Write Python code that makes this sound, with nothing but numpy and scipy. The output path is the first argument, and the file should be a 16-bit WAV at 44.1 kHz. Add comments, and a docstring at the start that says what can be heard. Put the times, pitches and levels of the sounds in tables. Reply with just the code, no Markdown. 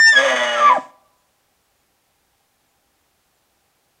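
"""In a quiet forest, over a faint steady hiss, a bull elk bugles close to the microphone.
A piercing whistle comes first; within 0.2 s it breaks into a harsh roar: the vocal folds beat at
about 120 to 140 Hz and shake the whistle, which steps down in pitch as the mouth closes over the treble.
Breath hisses from the nostrils as the call ends and dies away among the trees.
Then only the hiss is left, with a thin drone and four tiny bird chips, each falling in pitch."""
import sys
import numpy as np
from scipy import signal
from scipy.fft import rfft, irfft
from scipy.io import wavfile

SR = 44100
rng = np.random.default_rng(int(sys.argv[2]) if len(sys.argv) > 2 else 0)


def int16_out(signal):
    """Quantize to a 16-bit WAV file."""
    q = np.round(np.clip(np.atleast_2d(signal).T, -1, 1) * 32767)
    wavfile.write(sys.argv[1], SR, q.astype(np.int16))


N = 176400
T = np.arange(N) / SR


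def from_db(db):
    """Decibels to gain."""
    return 10 ** (np.asarray(db) / 20)


def rms_one(x):
    """Scale to unit rms."""
    return x / np.sqrt(np.mean(x ** 2) + 1e-20)


def in_time(rows):
    """Each column of a curve, joined by straight lines, at every sample."""
    s, *columns = np.transpose(rows)
    return [np.interp(T, s, column) for column in columns]


def during(rows):
    """One while a curve lasts, zero outside it."""
    return (T >= rows[0][0]) & (T <= rows[-1][0])


def at_hz(points, hz, axis=1):
    """Read one column of a spectrum on a log-frequency axis."""
    table = np.array(points)
    return np.interp(np.log(np.maximum(hz, 1)), np.log(table[:, 0]), table[:, axis])


def drift(rate_hz):
    """Smooth random wander of unit rms: noise through two equal one-pole low-passes."""
    r = np.exp(-2 * np.pi * rate_hz / SR)
    noise = rng.standard_normal(N + SR)
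    wander = signal.lfilter([1], [1, -2 * r, r * r], noise)
    return rms_one(wander[SR:])  # the first second lets the filter settle


def turn(hz):
    """Running phase of a pitch curve, in radians."""
    return 2 * np.pi * np.cumsum(hz) / SR


def colour(x, points):
    """Causal (minimum-phase) filter with the given spectrum, made by folding its cepstrum."""
    size = 2 * N
    gain = from_db(at_hz(points, np.arange(N + 1) * SR / size))
    cepstrum = irfft(np.log(gain))
    cepstrum[1:N] *= 2
    cepstrum[N + 1:] = 0
    return irfft(rfft(x, size) * np.exp(rfft(cepstrum)))[:N]


def resonate(x, peaks):
    """Narrow two-pole, two-zero filters ring at some pitches and weaken others."""
    for hz, width_hz, db in peaks:
        middle = -2 * np.cos(2 * np.pi * hz / SR)
        half = np.pi * width_hz / SR
        gain = from_db(db / 2)
        zeros = [1 + half * gain, middle, 1 - half * gain]
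        poles = [1 + half / gain, middle, 1 - half / gain]
        x = signal.lfilter(zeros, poles, x)
    return x


# Colour of the quiet air around the microphone, relative: f/Hz, level/dB
AIR = [(20, -12.5), (64, -1), (119, -5.5), (445, -7), (782, -5), (848, -7.5), (3530, -13.5), (15500, -18.5)]
AIR_DB = -64.5  # rms
DRONE_HZ, DRONE_WANDER_HZ, DRONE_DB = 800, 20, -78.5


def air():
    """Coloured noise is the steady hiss; two drifting quadrature tones make a narrow drone."""
    hiss = rms_one(colour(rng.standard_normal(N), AIR))
    angle = 2 * np.pi * DRONE_HZ * T
    drone = drift(DRONE_WANDER_HZ) * np.sin(angle) + drift(DRONE_WANDER_HZ) * np.cos(angle)
    return from_db(AIR_DB) * hiss + from_db(DRONE_DB) * drone


# Bird chips, heard faintly: onset t/s, level/dB one decay time after the onset
CHIPS = [(1.174, -72), (1.78, -74.5), (2.68, -72.5), (3.345, -74)]
CHIP_FROM_HZ, CHIP_TO_HZ = 8300, 7000
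CHIP_FALL_S, CHIP_DECAY_S = 0.004, 0.018  # time constants


def birds():
    """Each chip is a tone that drops quickly in pitch, swells fast and decays."""
    chips = 0
    for onset_s, db in CHIPS:
        age = np.maximum(T - onset_s, 0)
        fall = (CHIP_FROM_HZ - CHIP_TO_HZ) * np.exp(-age / CHIP_FALL_S)
        hz = CHIP_TO_HZ + fall + 110 * drift(400)
        swell = np.sqrt(age / CHIP_DECAY_S) * np.exp(1 - age / CHIP_DECAY_S)
        chips = chips + from_db(db) * swell * np.sin(turn(hz))
    return chips


# Echo of near trunks, per band before its width counts: f/Hz, level/dB, 60 dB decay t/s
NEAR_TRUNKS = [(200, -21, .45), (600, -20.5, .48), (1200, -26, .33), (2500, -22, .45), (9970, -22, .35)]
# Long tail from far trunks, same columns: f/Hz, level/dB, 60 dB decay t/s
FAR_TRUNKS = [(200, -44, 1.5), (640, -34, 1.7), (1200, -45, 1), (10000, -63, .4)]


def forest(x):
    """Noise bands with their own decays: scatter from near trunks and a faint tail from far ones."""
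    t = T[:2 * SR]
    build_up = 1 - np.exp(-(t / .035) ** 2)
    response = 0
    edges = np.geomspace(100, 15000, 9)
    for low, high in zip(edges, edges[1:]):
        hz = np.sqrt(low * high)
        band_pass = signal.butter(2, [low, high], "band", fs=SR, output="sos")
        band = signal.sosfilt(band_pass, rng.standard_normal(len(t)))
        for table in (NEAR_TRUNKS, FAR_TRUNKS):
            fade = from_db(-60 * t / at_hz(table, hz, axis=2)) * build_up
            fade = fade / np.sqrt(np.sum(fade ** 2))
            response = response + band * from_db(at_hz(table, hz)) * fade
    return signal.fftconvolve(x, response)[:N]


# Narrow peaks and dips of the microphone's casing: f/Hz, width f/Hz, level/dB
CASING = [(430, 70, -13), (735, 57, -10), (771, 25, 7.5), (932, 78, -3.5), (995, 40, 7.5), (1181, 41, 9),
          (1530, 160, -14), (1651, 59, 11), (2020, 48, -8), (2747, 70, -12.5), (3710, 20, -14),
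          (4190, 210, -12.5)]
HIGH_PASS_HZ = 122


def microphone(x):
    """The casing rings at some pitches, dips at others, and a high-pass takes off the bass."""
    high_pass = signal.butter(4, HIGH_PASS_HZ, "high", fs=SR, output="sos")
    return signal.sosfilt(high_pass, resonate(x, CASING))


# Hiss from the nostrils, rms: t/s, level/dB
SNORT = [(.66, -59.5), (.74, -39), (.82, -47.5), (.91, -60)]
# Colour of that hiss, relative: f/Hz, level/dB
SNORT_COLOUR = [(1500, -1.5), (6000, -13), (7900, -11.5), (12000, -39)]


def nostrils():
    """Coloured noise: the elk's last air hisses out through its nose."""
    hiss = rms_one(colour(rng.standard_normal(N), SNORT_COLOUR))
    level_db, = in_time(SNORT)
    return from_db(level_db) * during(SNORT) * hiss


# Upper edge of the voice as the mouth closes, 3 dB down: t/s, f/Hz
MOUTH = [(.56, 17970), (.65, 6495), (.72, 3400), (.78, 1400)]


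def mouth(x):
    """The closing mouth shuts off the treble from the top down: a falling low-pass."""
    hz, s, frames = signal.stft(x, SR)
    edge_s, edges = np.transpose(MOUTH)
    edge_hz = np.exp(np.interp(s, edge_s, np.log(edges)))
    gain = 1 / np.sqrt(1 + (hz[:, None] / edge_hz) ** 4)
    return signal.istft(frames * gain, SR)[1][:N]


# Beat of the vocal folds: t/s, f/Hz
FOLD_HZ = [(.13, 120.6), (.166, 130.5), (.216, 135.8), (.245, 140), (.28, 132.4), (.374, 123.2),
           (.534, 118.7), (.64, 118.2), (.72, 132), (.79, 127.8)]


def fold_beat():
    """Pitch of the vocal folds, and their running phase with a slight random wander."""
    fold_hz, = in_time(FOLD_HZ)
    return fold_hz, turn(fold_hz * (1 + 0.0036 * drift(60)))


SMEAR_S = 0.013  # time constant


def smear(x):
    """Scatter in the head and nearby ground blurs each pulse in time without colouring it."""
    response = rfft(rng.standard_normal(N) * np.exp(-T / SMEAR_S))
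    return irfft(rfft(x) * response / np.abs(response))


# The roar, level of its rough part at unit rms: t/s, level/dB
ROAR = [(0, -58), (.12, -56), (.128, -29.5), (.15, -26.5), (.19, -18.5), (.25, -18.5), (.34, -19),
        (.45, -21), (.56, -24), (.68, -21.5), (.73, -25.5), (.775, -27.5), (.8, -36), (.915, -70.5)]
# How chaotic the beat of the folds is: t/s, chaos (0-1)
CHAOS = [(.275, .95), (.3, .4), (.37, .12), (.6, .3), (.7, .7)]
# Colour of the rough voice, relative: f/Hz, level/dB
TRACT = [(90, -58.5), (190, -45.5), (260, -23), (340, -32), (520, -6.5), (630, 0.5), (820, -9),
         (1200, -6.5), (1380, -8.5), (1660, -6), (2150, -4.5), (2600, -15.5), (3030, -11.5), (3380, -10.5),
         (4000, -24.5), (4950, -31.5), (5900, -26), (6350, -13.5), (6800, -30.5), (7900, -33),
         (8650, -27.5), (9150, -41), (11400, -42.5), (12200, -55)]
# Narrow resonances and dips of the throat and nose: f/Hz, level/dB
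CAVITIES = [(1675, 7.5), (1810, 5), (2395, -11.5), (2500, 8), (3190, -7.5), (4680, 12.5), (5350, 7.5),
            (7380, 5), (9950, 5.5), (10480, -8.5)]
CAVITY_Q = 52
# Clean harmonics of the folds, before the boost and lift: multiple of the beat, level/dB
FOLD_LINES = [(1, -57.5), (2, -38), (3, -46.5), (4, -35), (5, -22.5), (6, -35), (7, -28.5)]
CLEAN_LIFT_DB = 21.0
THROAT_HZ, THROAT_HALF_WIDTH_HZ, THROAT_BOOST_DB = 550.7, 34, 19
PULSE_JITTER, PULSE_SHIMMER_DB = .035, 2.5  # jitter in cycles at full chaos
RASP_DB, RASP_GATE = -11, .4  # rasp relative to the pulses; how strongly the beat gates it


def rough_voice(folds, chaos):
    """Uneven fold pulses and puffs of rasp ring the throat and nose."""
    cycle = np.floor(folds / (2 * np.pi) + PULSE_JITTER * chaos * drift(130))
    cycle = np.maximum.accumulate(cycle)  # jitter never fires a cycle twice
    shimmer = from_db(PULSE_SHIMMER_DB * drift(140))
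    pulses = rms_one(np.diff(cycle, prepend=cycle[0]) * shimmer)
    rasp = rms_one(rng.standard_normal(N) * np.exp(RASP_GATE * np.cos(folds)))
    rough = colour(smear(pulses) + from_db(RASP_DB) * rasp, TRACT)
    return rms_one(resonate(rough, [(hz, hz / CAVITY_Q, db) for hz, db in CAVITIES]))


def clean_voice(fold_hz, folds, chaos):
    """Sine harmonics swell near the throat's resonance; the upper ones emerge as chaos falls."""
    clean = 0
    for k, db in FOLD_LINES:
        offset = (k * fold_hz - THROAT_HZ) / THROAT_HALF_WIDTH_HZ
        boost_db = THROAT_BOOST_DB / (1 + offset ** 2)
        settled = 1 - chaos if k > 4 else 1
        gain = from_db(db + boost_db + 2.3 * drift(35))
        clean = clean + settled * gain * np.sin(k * folds + rng.uniform(0, 2 * np.pi))
    return clean


def roar(fold_hz, folds):
    """The vocal folds give rough pulses and clean harmonics under one level curve."""
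    level_db, = in_time(ROAR)
    chaos, = in_time(CHAOS)
    voice = rough_voice(folds, chaos) + from_db(CLEAN_LIFT_DB) * clean_voice(fold_hz, folds, chaos)
    return during(ROAR) * from_db(level_db) * voice


# A second, weaker whistle inside the roar: t/s, f/Hz, level/dB
OVERTONE = [(.18, 1960, -60), (.22, 1935, -30), (.33, 1951, -28), (.42, 1950, -25), (.5, 1905, -30),
            (.6, 1805, -29), (.66, 1760, -52)]
SUM_TONE_DB = -10  # relative to the second whistle


def second_whistle(folds):
    """A thin unsteady tone pulsing with the folds, and its sum tone with the main whistle."""
    hz, level_db = in_time(OVERTONE)
    main_hz, = in_time(WHISTLE_HZ)
    phase = turn(hz * (1 + .003 * drift(120)))
    tone = np.sin(phase) + from_db(SUM_TONE_DB) * np.sin(phase + turn(main_hz))
    flutter = 1 + 0.65 * np.cos(folds) + 0.13 * drift(47)
    return from_db(level_db) * during(OVERTONE) * flutter * tone


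# Pitch of the main whistle: t/s, f/Hz
WHISTLE_HZ = [(0, 1801), (.112, 1800), (.14, 1755), (.158, 1668), (.188, 1664), (.236, 1655), (.248, 1466),
              (.548, 1456), (.568, 1345), (.602, 1315), (.608, 1190), (.688, 1154), (.702, 1015),
              (.73, 990), (.745, 820), (.765, 795), (.769, 635), (.78, 610), (.781, 265)]
# Its strength: t/s, level/dB, 2nd partial level/dB, 3rd partial level/dB (partials re the first)
WHISTLE = [(0, -8.5, -33, -14.5), (.083, -7.5, -28.5, -8), (.105, -8, -23.5, -24), (.132, -13, -9, -13),
           (.152, -17.5, -22.5, -27.5), (.162, -12, -6, -24), (.178, -12.5, -2, -18),
           (.192, -21, -5.5, -16), (.225, -27, -12, -23), (.3, -28.5, -3, -23), (.43, -26, -10, -23),
           (.5, -26.5, 2.5, -23), (.555, -25.5, -7, -22), (.575, -20.5, -20.5, -29.5),
           (.64, -18.5, -17, -31), (.68, -12, -17.5, -23), (.692, -12.5, -7, -26.5),
           (.714, -15, -25.5, -34), (.752, -22.5, -7, -21.5), (.77, -12, -15, -36.5),
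           (.786, -30, -3.5, -45.5), (.805, -48, 0, -34)]
# How hard the folds shake the whistle: t/s, depth (0-1)
SHAKE = [(.12, 0.07), (.18, 0.07), (.23, 0), (.4, 0.78), (.5, 0.05), (.63, 0.4), (.682, 0), (.698, 0.74),
         (.77, 0.1)]
SHAKE_RAD, WHISTLE_JITTER = .55, .008  # phase swing and pitch wander (fraction) at full depth
# Partials while the whistle briefly doubles its period: multiple of the pitch, level/dB
HALF_PARTIALS = [(.5, -29.5), (1.5, -26), (2.5, -38), (3.5, -29.5), (4.5, -35.5)]
DOUBLING_S, DOUBLING_WIDTH_S = .086, 0.015  # centre and standard deviation
# 4th partial at the start re the first; drop per higher partial; fade with time
UPPER_PARTIALS_DB, PARTIAL_FALL_DB, UPPER_FADE_DB_PER_S = -20, 15, 18
BREAK_RAD = 1.1  # phase scatter that breaks up the high partials once the folds beat


def whistle(folds):
    """A clear tone with partials; the beating folds shake its level and phase."""
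    hz, = in_time(WHISTLE_HZ)
    level_db, second_db, third_db = in_time(WHISTLE)
    shake, = in_time(SHAKE)
    phase = turn(hz * (1 + WHISTLE_JITTER * shake * drift(100)))
    phase = phase + SHAKE_RAD * shake * np.sin(folds)
    scatter_rad = BREAK_RAD * (T > FOLD_HZ[0][0])
    tone = np.sin(phase) + from_db(second_db) * np.sin(2 * phase)
    for k in range(3, 9):
        upper_db = UPPER_PARTIALS_DB - UPPER_FADE_DB_PER_S * T - PARTIAL_FALL_DB * (k - 4)
        partial_db = third_db if k == 3 else upper_db
        tone += from_db(partial_db) * np.sin(k * phase + scatter_rad * drift(150))
    flutter = 1 + shake * (np.cos(folds) + 0.35 * drift(90))
    halves = sum(from_db(db) * np.sin(k * phase) for k, db in HALF_PARTIALS)
    doubling = np.exp(-.5 * ((T - DOUBLING_S) / DOUBLING_WIDTH_S) ** 2)
    return tone * flutter * from_db(level_db) * during(WHISTLE) + halves * doubling


def scene():
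    """The quiet forest, the close elk and its echo among the trees."""
    fold_hz, folds = fold_beat()
    whistles = np.sqrt(2) * (whistle(folds) + second_whistle(folds))  # a sine's level becomes its rms
    voice = whistles + roar(fold_hz, folds)
    elk = microphone(mouth(voice) + nostrils())
    return (air() + birds() + forest(elk) + elk)[None]


CUTOFF_HZ = 15750


def record(dry):
    """Peaks stop at full scale, then a steep low-pass cuts the top."""
    low_pass = signal.ellip(12, .1, 90, CUTOFF_HZ, fs=SR, output="sos")
    return signal.sosfilt(low_pass, np.clip(dry, -1, 1))


dry = scene()
out = record(dry)
int16_out(out)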